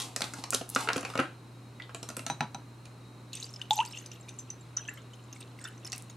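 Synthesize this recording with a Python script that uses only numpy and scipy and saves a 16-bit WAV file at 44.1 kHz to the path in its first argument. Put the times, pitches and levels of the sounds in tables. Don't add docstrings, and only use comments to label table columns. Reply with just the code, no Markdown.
import sys
import numpy as np
from scipy import signal
from scipy.fft import rfft, irfft
from scipy.io import wavfile
from scipy.ndimage import map_coordinates

SR = 44100
rng = np.random.default_rng(int(sys.argv[2]) if len(sys.argv) > 2 else 0)


def transcribe(signal):
    frames = np.atleast_2d(signal).T
    limited = np.clip(frames, -1, 1)
    pcm = np.round(limited * 32767).astype(np.int16)
    wavfile.write(sys.argv[1], SR, pcm)


N = 271920
TIME = np.arange(N) / SR
AGE = TIME[:SR // 3]

# ("t60", the time to fade by 60 dB).
HOLLOW_TONES = [(120, -16.5, 0.24), (149, -8, 0.031), (180, -3.5, 0.033), (256.5, -0.5, 0.049),
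                (291.5, -0.5, 0.082), (378, -9.5, 0.11), (536, 2.5, 0.056)]
WALL_TONES = [(521, 2, 0.099), (719, 0.5, 0.043), (710, 4.5, 0.042), (1070, 12, 0.0067), (1190, -31, 0.029),
              (1345, -2, 0.07), (1640, -31, 0.0084), (1710, -6, 0.022), (1960, -2.5, 0.013),
              (2470, 1.5, 0.011), (2670, -31, 0.015)]
# frequency in Hz, level in dB.
CRACK_COLOUR = [(1500, -6.5), (3000, -3.5), (4000, 0.5), (6500, -1), (9000, -1), (11500, -6), (14000, -19),
                (16500, -71)]
CLACK_COLOUR = [(150, -11.5), (300, -4), (650, 0.5), (900, -2.5), (1350, 0), (2100, -3.5), (2750, 0),
                (3300, -10.5), (5500, -31), (12000, -40.5)]
def dent(crack_db, wall_db, thump_db, panel_hz):
    folds = fading_noise(0.0085)[:SR // 50]
    wall = signal.fftconvolve(struck(WALL_TONES, detune=0.0825, spread_db=-4), folds)[:len(AGE)]
    thump = soften(struck(HOLLOW_TONES, detune=0.065, spread_db=2.5), cut_hz=270)
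    panel = hump(burst(0.03, spike=8.9, spectrum=CLACK_COLOUR), panel_hz, breadth=0.1)
    clack = burst(0.023, spike=3.4, spectrum=CLACK_COLOUR)
    crack_hz = np.clip(3250 * 2 ** ((crack_db - wall_db) / 13.5), 2700, 7700)
    crack = hump(burst(0.0069, spike=0.69, spectrum=CRACK_COLOUR), crack_hz, breadth=0.74)
    return (from_db(thump_db - 4) * onset_one(thump)
            + from_db(wall_db - 10) * onset_one(soften(wall, cut_hz=2000))
            + from_db(wall_db - 7) * onset_one(panel)
            + from_db(wall_db - 5.5) * clack
            + from_db(crack_db + 2) * peak_one(crack))


# start in seconds, crack, wall and thump levels in dB, panel pitch in Hz.
DENT_POPS = [(0.1623, -18.5, -35, -42.5, 1800), (0.207, -25.5, -37.5, -58, 700),
             (0.2183, -20.5, -32.5, -35, 2320), (0.241, -30, -42, -37.5, 710),
             (0.3365, -28, -43.5, -40, 1700), (0.385, -45, -51, -36.5, 830), (0.4391, -24, -38, -62, 860),
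             (0.525, -28, -38.5, -40, 990), (0.5306, -40, -30.5, -46, 1300),
             (0.5431, -17.5, -41, -35, 1630), (0.5468, -11.5, -34.5, -43, 585),
             (0.6115, -40, -38.5, -32.5, 660), (0.7611, -21.5, -23.5, -27, 1160),
             (0.874, -39, -34.5, -47, 1290), (0.888, -23, -23.5, -56, 1750),
             (0.9021, -36, -29.5, -59, 1550), (0.9317, -27, -36, -41, 1130),
             (0.9605, -32, -32.5, -25.5, 1370), (0.9792, -26, -37.5, -45, 1700),
             (1.009, -31.5, -44, -56, 1060), (1.03, -35, -39, -38.5, 670), (1.05, -29, -33, -52, 2380),
             (1.1013, -34.5, -41, -50, 1250), (1.138, -41, -45, -52, 1250), (1.1544, -30, -32, -32, 1250),
             (1.1763, -28.5, -34.5, -34, 2350), (1.1893, -46, -35, -25, 1300),
             (1.1924, -35, -25, -24.5, 1300), (1.1998, -27.5, -30, -31, 1470),
             (1.8942, -49, -45, -62, 1280), (1.947, -29, -39, -48, 685), (2.0295, -27.5, -43, -40.5, 666),
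             (2.0892, -25.5, -43.5, -42, 1400), (2.1017, -32, -42.5, -46, 630),
             (2.168, -24, -43, -40.5, 1320), (2.1936, -37, -41.5, -45, 2760),
             (2.2648, -22.5, -36.5, -39.5, 675), (2.855, -42, -54, -62, 2620), (5.848, -45, -52, -66, 1340),
             (5.9288, -27.5, -40.5, -65, 2970)]
def dents():
    out = np.zeros(N)
    for s, *settings in DENT_POPS:
        add(out, s, dent(*settings))
    return out


# strongest moment in seconds, wall level in dB, crack level in dB.
HAND_TWISTS = [(0.0, -47.5, -33), (0.26, -71, -46.5), (0.39, -54, -48.5), (0.806, -43, -36.5),
               (0.93, -71, -56), (1.058, -53, -57), (1.115, -68, -56), (1.18, -61, -61)]
def crinkle():
    times, wall_db, crack_db = np.transpose(HAND_TWISTS)
    creases = grains(per_s=1600, spread_db=-7.5)
    wall = soften(struck(WALL_TONES, detune=0.05, spread_db=1) * dying(0.014), cut_hz=3000)
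    hollow = hump(struck(HOLLOW_TONES, detune=0.015, spread_db=-0.5), hz=273, breadth=0.21)
    body = from_db(-2) * through(creases, wall) + from_db(-4) * through(creases, hollow)
    cracks = rms_one(colour(creases, CRACK_COLOUR))
    return (body * swells(times, wall_db, rise_db_per_s=197, fall_db_per_s=90)
            + cracks * swells(times, crack_db - 3, rise_db_per_s=197, fall_db_per_s=238))


# start in seconds, level in dB, pitch in Hz.
PLASTIC_TICKS = [(0.1623, -16, 5800), (0.2208, -14, 3700), (0.2418, -22, 3720), (0.3418, -27.5, 6070),
                 (0.5057, -9.5, 7900), (0.5346, -14, 7000), (0.5398, -19, 6600), (0.546, -18, 7450),
                 (0.6918, -19.5, 9870), (0.7002, -16, 10400), (0.7497, -13, 6100), (0.756, -22, 8500),
                 (0.9328, -16, 5130), (0.9665, -18.5, 7150), (0.9725, -32, 8400), (1.011, -31, 8000),
                 (1.9487, -34, 5500), (2.0299, -40, 5200), (2.0885, -39, 6000), (2.1024, -30, 6100),
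                 (2.1672, -29, 4930), (2.1938, -29, 6100), (2.266, -34, 7500), (5.687, -36, 9500),
                 (5.8738, -34, 5600), (5.9206, -19.5, 5240), (5.931, -22.5, 4860), (5.951, -32, 5540),
                 (5.962, -29, 9150), (5.9803, -23.5, 8900), (6.0233, -31.5, 8250)]
def ticks():
    out = np.zeros(N)
    for s, db, hz in PLASTIC_TICKS:
        flip = (AGE == 0) + 0.016 * fading_noise(0.00055)
        tick = hump(hump(flip, hz, breadth=0.16), hz, breadth=1)
        add(out, s, from_db(db - 1) * peak_one(tick))
    return out


# pitch in Hz, level in dB, basic ring time in seconds.
THUD_TONES = [(147.6, -8.5, 0.2), (267, -12.5, 0.093), (560, -29, 0.0092), (715, -8.5, 0.071),
              (796, 0, 0.049), (965, -10.5, 0.14), (1332, -10.5, 0.083), (1400, -5.5, 0.024),
              (2470, 6, 0.0048)]
GLASS_TONES = [(3210, -21, 0.1), (3940, -4, 0.125), (6040, -8.5, 0.105), (7540, -17, 0.07),
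               (8650, -21, 0.07)]
# frequency in Hz, level in dB.
RATTLE_COLOUR = [(80, -36), (200, 10), (450, -3.5), (850, 7.5), (1400, -4), (2200, -11), (5000, -15),
                 (12000, -63)]
# start in seconds, thud, glass and tick levels in dB, factor on the glass's ring time.
NECK_KNOCKS = [(2.2998, -24.5, -27, -43, 1.1), (2.407, -20, -31, -42, .4), (2.426, -36, -43, -64, 1.1),
               (2.5461, -31.5, -31, -50, .33)]
def knocks():
    out = np.zeros(N)
    for s, thud_db, glass_db, tick_db, ring in NECK_KNOCKS:
        thud = soften(struck(THUD_TONES, detune=0.008, spread_db=1), cut_hz=2700)
        rattle = burst(0.16, spike=10, spectrum=RATTLE_COLOUR)
        glass = struck([(hz, db, t60 * ring) for hz, db, t60 in GLASS_TONES], detune=0, spread_db=3)
        tick = burst(0.014, spike=3.1, spectrum=CRACK_COLOUR)
        add(out, s, from_db(thud_db - 4) * thud + from_db(thud_db - 14) * rattle
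            + from_db(glass_db) * glass + from_db(tick_db - 4.5) * tick)
    return out


POUR_START_S, POOL_START_S, TRICKLE_DB = 3.32, 3.82, -67
# strongest moment in seconds, level in dB.
STREAM_SURGES = [(3.35, -57.5), (3.429, -60), (3.73, -53.5), (3.859, -57.5), (3.963, -51.5), (4.138, -64),
                 (4.29, -62.5), (4.881, -61.5), (5.421, -65), (5.66, -57.5), (5.961, -60.5)]
def flow():
    surges = swells(*np.transpose(STREAM_SURGES), rise_db_per_s=703, fall_db_per_s=145)
    return from_db(TRICKLE_DB) * (TIME > POUR_START_S) + surges


def with_flow(count):
    poured = np.cumsum(flow() ** 2)
    return np.interp(rng.random(count), poured / poured[-1], TIME)


def bare_glass(s):
    return from_db(-np.clip(89 * (s - POOL_START_S), 0, 60))


def by_depth(s, on_glass, in_pool):
    return in_pool + (on_glass - in_pool) * bare_glass(s)


def bubble(hz, t60, rise, swell_s):
    t60 = max(t60, 0.002)
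    age = AGE[AGE < t60]
    pitch = hz * 2 ** np.minimum(rise * age, 1)
    return np.sin(2 * np.pi * np.cumsum(pitch) / SR) * from_db(-60 * age / t60) * np.tanh(age / swell_s)


def plink(s, db, hz):
    hard_hit = 2 ** (min(-40.5 - db, 0) / 13.5)
    t60 = 0.025 * (4000 / hz) ** 0.51 * hard_hit
    swell_s = by_depth(s, on_glass=0.00047, in_pool=0.00095)
    return from_db(db - 2.5) * peak_one(bubble(hz, t60, 3 * rng.random(), swell_s))


def spray(delays, start_s, size, spectrum, ring, spread_db):
    out = np.zeros(size)
    height, strength, rises = rng.random((len(delays), 3)).T
    lowest_hz = by_depth(start_s + delays, on_glass=2350, in_pool=1290)
    pitches = lowest_hz * (14500 / lowest_hz) ** height
    gains = from_db(at_hz(spectrum, pitches) - spread_db * np.log(strength + 0.011))
    for s, hz, gain, rise in zip(delays, pitches, gains, rises):
        add(out, s, gain * bubble(hz, ring / np.sqrt(hz * 2500), 12 * rise, swell_s=0.00013))
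    return out


# frequency in Hz, level in dB.
SLAP_COLOUR = [(500, -50), (1500, -66), (2800, 6), (5000, 5.5), (8000, 3), (12000, -1), (15000, -21),
               (16500, -82)]
SPLASH_COLOUR = [(1300, -33), (2200, -1.5), (3200, 3.5), (4500, 3), (7000, 12), (9500, 7.5), (12000, -7),
                 (14500, -2)]
# start in seconds, bubble level in dB, pitch in Hz, splash level in dB.
CLEAR_DROPS = [(3.331, -31, 4020, -50), (3.3524, -29, 8230, -50.5), (3.37, -40, 3680, -57),
               (3.401, -30, 6470, -57), (3.427, -26.5, 4000, -53), (3.443, -30, 4770, -62.5),
               (3.491, -42, 5560, -82), (3.5383, -37, 5340, -61), (3.561, -34, 5180, -77),
               (3.6153, -25.5, 2950, -54.5), (3.708, -10, 3570, -44), (3.732, -22, 7240, -49),
               (3.757, -31, 12400, -56), (3.767, -29.5, 6130, -57), (3.778, -28, 4000, -59),
               (3.789, -23, 2760, -61), (3.803, -17, 2930, -57), (3.811, -24, 2700, -59),
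               (3.8504, -39, 5960, -53), (3.876, -36, 4860, -70), (3.911, -40, 4000, -59),
               (3.924, -37.5, 5500, -68), (3.9726, -34, 2820, -55.5), (3.985, -38, 6340, -70),
               (4.0599, -37, 5010, -51.5), (4.116, -37.5, 5850, -56), (4.2098, -45, 7360, -79),
               (4.2847, -40.5, 2430, -52.5), (4.388, -31, 7310, -61), (4.392, -37, 6040, -66),
               (4.5022, -29, 6000, -56), (4.61, -48.5, 7340, -80), (4.767, -27.5, 6650, -68),
               (4.77, -16.5, 5920, -54), (4.878, -37.5, 6190, -63), (4.886, -30, 2670, -63),
               (4.8918, -33, 7240, -78), (4.937, -43, 11700, -65), (4.9736, -41, 2110, -64),
               (5.1338, -46, 3040, -63), (5.239, -53, 7270, -79), (5.327, -37.5, 6340, -56),
               (5.362, -44, 2220, -62), (5.406, -40, 8500, -53.5), (5.589, -43, 2100, -61.5),
               (5.613, -42, 8180, -62), (5.6408, -32, 7760, -52), (5.653, -36, 3570, -65),
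               (5.674, -43, 9700, -74), (5.679, -43, 2980, -70), (5.778, -48, 6030, -75),
               (5.847, -37, 6050, -57), (5.853, -35, 5350, -64), (5.864, -47, 5830, -50.5),
               (5.92, -28.5, 5830, -59), (5.93, -30, 5800, -64), (5.931, -37, 2760, -67),
               (5.934, -33, 5960, -68), (6.098, -42.5, 6670, -59.5)]
def drops():
    out = np.zeros(N)
    for s, db, hz, splash_db in CLEAR_DROPS:
        add(out, s, plink(s, db, hz))
        slap = burst(0.033, spike=1.1, spectrum=SLAP_COLOUR)
        add(out, s, from_db(splash_db) * by_depth(s, on_glass=1, in_pool=0.37) * slap)
        delays = rng.exponential(0.007, size=30)
        cloud = spray(delays - delays.min(), s, len(AGE), SPLASH_COLOUR, ring=26, spread_db=5)
        add(out, s, from_db(splash_db + 3) * onset_one(cloud))
    return out


# start in seconds, pitch in Hz, level in dB, ring time in seconds,
# seconds until it surfaces, rise in octaves a second.
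BIG_BUBBLES = [(3.7072, 825, -14.5, .14, .03, 4), (3.765, 790, -38, .2, .014, 2),
               (3.777, 810, -26, .25, .011, 4), (3.789, 840, -16.5, .3, .022, 10),
               (3.812, 1050, -37, .11, .032, 29)]
def gulps():
    out = np.zeros(N)
    for s, hz, db, t60, life_s, rise in BIG_BUBBLES:
        gulp = bubble(hz, t60, rise, swell_s=0.0025)
        surfacing = from_db(-60 * np.maximum(AGE[:len(gulp)] - life_s, 0) / 0.02)
        add(out, s, from_db(db - 1) * gulp * surfacing)
    return out


# start in seconds, level in dB, pitch in Hz.
BUBBLE_CLUSTERS = [(3.337, -37, 2700), (3.367, -38, 2530), (3.389, -46, 2930), (3.595, -40, 1550),
                   (3.934, -29.5, 2870), (3.954, -37, 2950), (4.115, -37, 2780), (4.7693, -32, 1386),
                   (4.781, -34, 2880), (4.852, -36, 3000), (4.8843, -28.5, 1710), (4.91, -38, 1440),
                   (4.975, -41.5, 1330), (4.975, -40, 3030), (5.61, -40, 1620), (5.6445, -38, 1480),
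                   (5.651, -28.5, 1485), (5.672, -41, 1530), (5.693, -45, 1600), (5.734, -46, 1480)]
def gurgles(t60=0.027, spread_octaves=0.164, count=8):
    out = np.zeros(N)
    for s, db, hz in BUBBLE_CLUSTERS:
        add(out, s, from_db(db - 7) * bubble(hz, t60, rise=2, swell_s=0.000083))
        for delay, step in zip(rng.exponential(0.01, count), rng.standard_normal(count)):
            follower = bubble(hz * 2 ** (spread_octaves * step), t60, rise=1.4, swell_s=0.0017)
            add(out, s + delay, from_db(db - 13) * follower)
    return out


def small_drops(count=16):
    out = np.zeros(N)
    for s, (size, pitch) in zip(with_flow(count), rng.standard_normal((count, 2)).clip(-1.5, 1.5)):
        add(out, s, plink(s, db=-43 + 2 * size, hz=5780 * 2 ** (0.29 * pitch)))
    return out * np.sqrt(bare_glass(TIME))


# bubble pitch in Hz, level in dB.
BURBLE_COLOUR = [(1300, -13), (2200, 11.5), (3100, 14.5), (4300, 0), (6800, 11), (9500, 1), (14500, -28)]
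def burble():
    moments = rng.uniform(POUR_START_S, N / SR, size=3000)
    bubbles = spray(moments, 0, N, BURBLE_COLOUR, ring=18, spread_db=4.5)
    return from_db(-4) * flow() * bubbles / np.std(bubbles[TIME > POUR_START_S])


def spatter():
    patter = spray(with_flow(count=1500), 0, N, SPLASH_COLOUR, ring=12, spread_db=5)
    return from_db(TRICKLE_DB + 2) * np.sqrt(bare_glass(TIME)) * rms_one(patter)


def sparkle(low_hz=8000, high_hz=14000, count=50):
    out = np.zeros(N)
    for s, height, size in zip(with_flow(count), rng.random(count), rng.standard_normal(count)):
        ping = bubble(low_hz * (high_hz / low_hz) ** height, t60=0.019, rise=4, swell_s=0.000067)
        add(out, s, from_db(-48 + 4 * np.clip(size, -2, 2)) * ping)
    return out * by_depth(TIME, on_glass=0.9, in_pool=0.25)


# pitch in Hz, gain in dB, ring time in seconds.
JUG_TONES = [(1390, 12, 0.077), (2430, -17, 0.036), (2880, 1, 0.1), (6130, 9.5, 0.1), (7000, -1, 0.042),
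             (7470, 5, 0.061)]
def jug(water, sag_from_s=4.4, sag_octaves_per_s=0.0823):
    sag = 2 ** (-sag_octaves_per_s * np.maximum(TIME - sag_from_s, 0))
    out = water
    for hz, db, t60 in JUG_TONES:
        turn = np.exp(2j * np.pi * np.cumsum(hz * sag) / SR)
        decay = from_db(-60 / (t60 * SR))
        ring = turn * signal.lfilter([1 - decay], [1, -decay], water / turn + 1e-18)
        out = out + 2 * from_db(db) * ring.real
    return out


# start in seconds, level in dB, pitch in Hz.
WATER_LAPS = [(1.799, -36.5, 1950), (1.821, -34.5, 3480)]
def sloshes():
    out = np.zeros(N)
    for s, db, hz in WATER_LAPS:
        lap = hump(fading_noise(0.021), hz, breadth=0.078)
        add(out, s, from_db(db) * peak_one(hump(lap, hz, breadth=0.5)))
    return out


# pitch in Hz, level in dB.
MOTOR_HUM = [(60, -72.5), (120, -50.5)]
# pitch in Hz, width in Hz, level in dB.
MOTOR_WHINE = [(3820, 26, -71.5), (4150, 144, -71)]
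# frequency in Hz, level in dB.
AIR_COLOUR = [(20, -101), (55, -93.5), (90, -83), (170, -80), (290, -79.5), (450, -86.5), (700, -91),
              (1150, -90), (1800, -99), (2500, -99), (3500, -105), (9000, -108), (13000, -116),
              (16500, -123)]
def fan():
    hum = sum(np.sqrt(2) * from_db(db) * np.sin(2 * np.pi * (hz * TIME + rng.random()))
              for hz, db in MOTOR_HUM)
    air = diffuse(AIR_COLOUR, N) * np.sqrt(SR / 2)
    out = air + hum * from_db(0.12 * drift(per_s=4.4))
    for hz, width, db in MOTOR_WHINE:
        band = signal.butter(2, [hz - width / 2, hz + width / 2], "band", fs=SR, output="sos")
        hiss = diffuse([(100, 0), (10000, 0.012)], N)
        out += from_db(db) * rms_one(signal.sosfilt(band, hiss))
    return out


# frequency in Hz, level in dB.
ECHO_COLOUR = [(60, -25), (150, -23), (300, 1.5), (1200, 8.5), (4000, 7), (8000, 5), (12000, 4.5),
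               (16000, -2.5)]
def room(x, tail_db, early_db, pan_db=0, lag_s=6e-6):
    fade_in = np.clip((AGE - 0.004) / 0.0051, 0, 1)
    tail = diffuse(ECHO_COLOUR, len(AGE)) * dying(0.26) * fade_in
    early = diffuse(ECHO_COLOUR, len(AGE)) * dying(0.022) * (AGE > 0.001)
    echoes = (from_db(tail_db) * tail / np.linalg.norm(tail[0])
              + from_db(early_db) * early / np.linalg.norm(early[0]))
    right = map_coordinates(x, [(TIME - lag_s) * SR], order=3)
    direct = np.array([x, right]) * from_db([[pan_db / 2], [-pan_db / 2]])
    return direct + signal.fftconvolve(x[None], echoes, axes=1)[:, :N]


def moving(x, step_s=0.12, count=4, **placing):
    places = np.arange(count)
    shares = (np.interp(TIME / step_s, places, 1.0 * (places == k), period=count) for k in places)
    return sum(room(x * share, **placing) for share in shares)


# frequency in Hz, how alike left and right are (1 means the same).
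STEREO_LIKENESS = [(50, 0.89), (150, 1), (400, 0.91), (1200, 0.56), (4000, 0.75), (9000, 0.6),
                   (16000, 0.83)]
def diffuse(spectrum, size):
    hz = np.fft.rfftfreq(size, 1 / SR)
    alike = np.clip(at_hz(STEREO_LIKENESS, hz), -1, 1)
    mid, side = rfft(rng.standard_normal((2, size))) * from_db(at_hz(spectrum, hz))
    return irfft(mid + np.sqrt((1 - alike) / (1 + alike)) * side * [[1], [-1]], size)


def struck(tones, detune, spread_db):
    chance = rng.standard_normal((len(tones), 3))
    return sum(np.sign(sign) * from_db(db + spread_db * louder) * dying(t60)
               * np.cos(2 * np.pi * hz * (1 + detune * higher) * AGE)
               for (hz, db, t60), (louder, higher, sign) in zip(tones, chance))


def burst(t60, spike, spectrum):
    x = fading_noise(t60)
    x[0] += spike
    return onset_one(colour(x, spectrum))


def grains(per_s, spread_db):
    sizes = from_db(spread_db * np.minimum(rng.exponential(1, N), 4)) * rng.choice([-1, 1], N)
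    return rms_one(sizes * (rng.random(N) < per_s / SR))


def swells(times, levels_db, rise_db_per_s, fall_db_per_s):
    return sum(
        from_db(db - np.maximum(rise_db_per_s * (s - TIME), fall_db_per_s * (TIME - s)).clip(0, 120))
        for s, db in zip(times, levels_db))


def drift(per_s):
    points = rng.standard_normal(4000)
    return rms_one(np.interp(TIME * per_s, np.arange(len(points)), points))


def dying(t60):
    return from_db(-60 * AGE / max(t60, 1e-3))


def fading_noise(t60):
    return rng.standard_normal(len(AGE)) * dying(t60)


def colour(x, spectrum):
    size = 4096
    cepstrum = irfft(np.log(from_db(at_hz(spectrum, np.fft.rfftfreq(size, 1 / SR)))))
    cepstrum[1:size // 2] *= 2
    cepstrum[size // 2 + 1:] = 0
    return signal.fftconvolve(x, irfft(np.exp(rfft(cepstrum))))[:len(x)]


def through(x, response):
    return signal.fftconvolve(x, response / np.linalg.norm(response))[:N]


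def soften(x, cut_hz):
    return signal.sosfilt(signal.butter(2, cut_hz, fs=SR, output="sos"), x)


def without_bass(x, cut_hz):
    return signal.sosfilt(signal.butter(2, cut_hz, "high", fs=SR, output="sos"), x)


def hump(x, hz, breadth):
    edges = [hz / (1 + breadth), min(hz * (1 + breadth), 0.45 * SR)]
    return signal.sosfilt(signal.butter(1, edges, "band", fs=SR, output="sos"), x)


def at_hz(points, hz):
    row_hz, values = np.transpose(points)
    return np.interp(np.log(np.maximum(hz, 1)), np.log(row_hz), values)


def add(out, s, sound):
    i = max(round(s * SR), 0)
    out[..., i:i + sound.shape[-1]] += sound[..., :max(out.shape[-1] - i, 0)]


def from_db(db):
    return 10 ** (np.asarray(db) / 20)


def rms_one(x):
    return x / np.sqrt(np.mean(x ** 2) + 1e-20)


def onset_one(x):
    return x / np.sqrt(np.mean(x[:SR // 125] ** 2) + 1e-20)


def peak_one(x):
    return x / np.abs(x).max()


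def scene():
    mix = room(gulps(), tail_db=-18, early_db=-20)
    bottle = without_bass(dents() + crinkle(), cut_hz=83) + sloshes()
    mix += moving(bottle, tail_db=-4.5, early_db=-3.5, lag_s=-21e-6)
    mix += room(ticks(), tail_db=-10, early_db=-8.5, pan_db=-0.5, lag_s=-4.3e-6)
    mix += room(knocks(), tail_db=-15, early_db=-8.5, lag_s=12e-6)
    mix += room(gurgles(), tail_db=-11, early_db=-7, pan_db=0.5)
    water = small_drops() + drops() + burble() + spatter() + sparkle()
    mix += room(jug(water), tail_db=-17, early_db=-7.5, pan_db=-0.5)
    return mix + fan()


def record(dry):
    top_cut = signal.ellip(10, 0.1, 70, 16300, fs=SR, output="sos")
    return signal.sosfilt(top_cut, soften(dry, cut_hz=15500))


dry = scene()
out = record(dry)
transcribe(out)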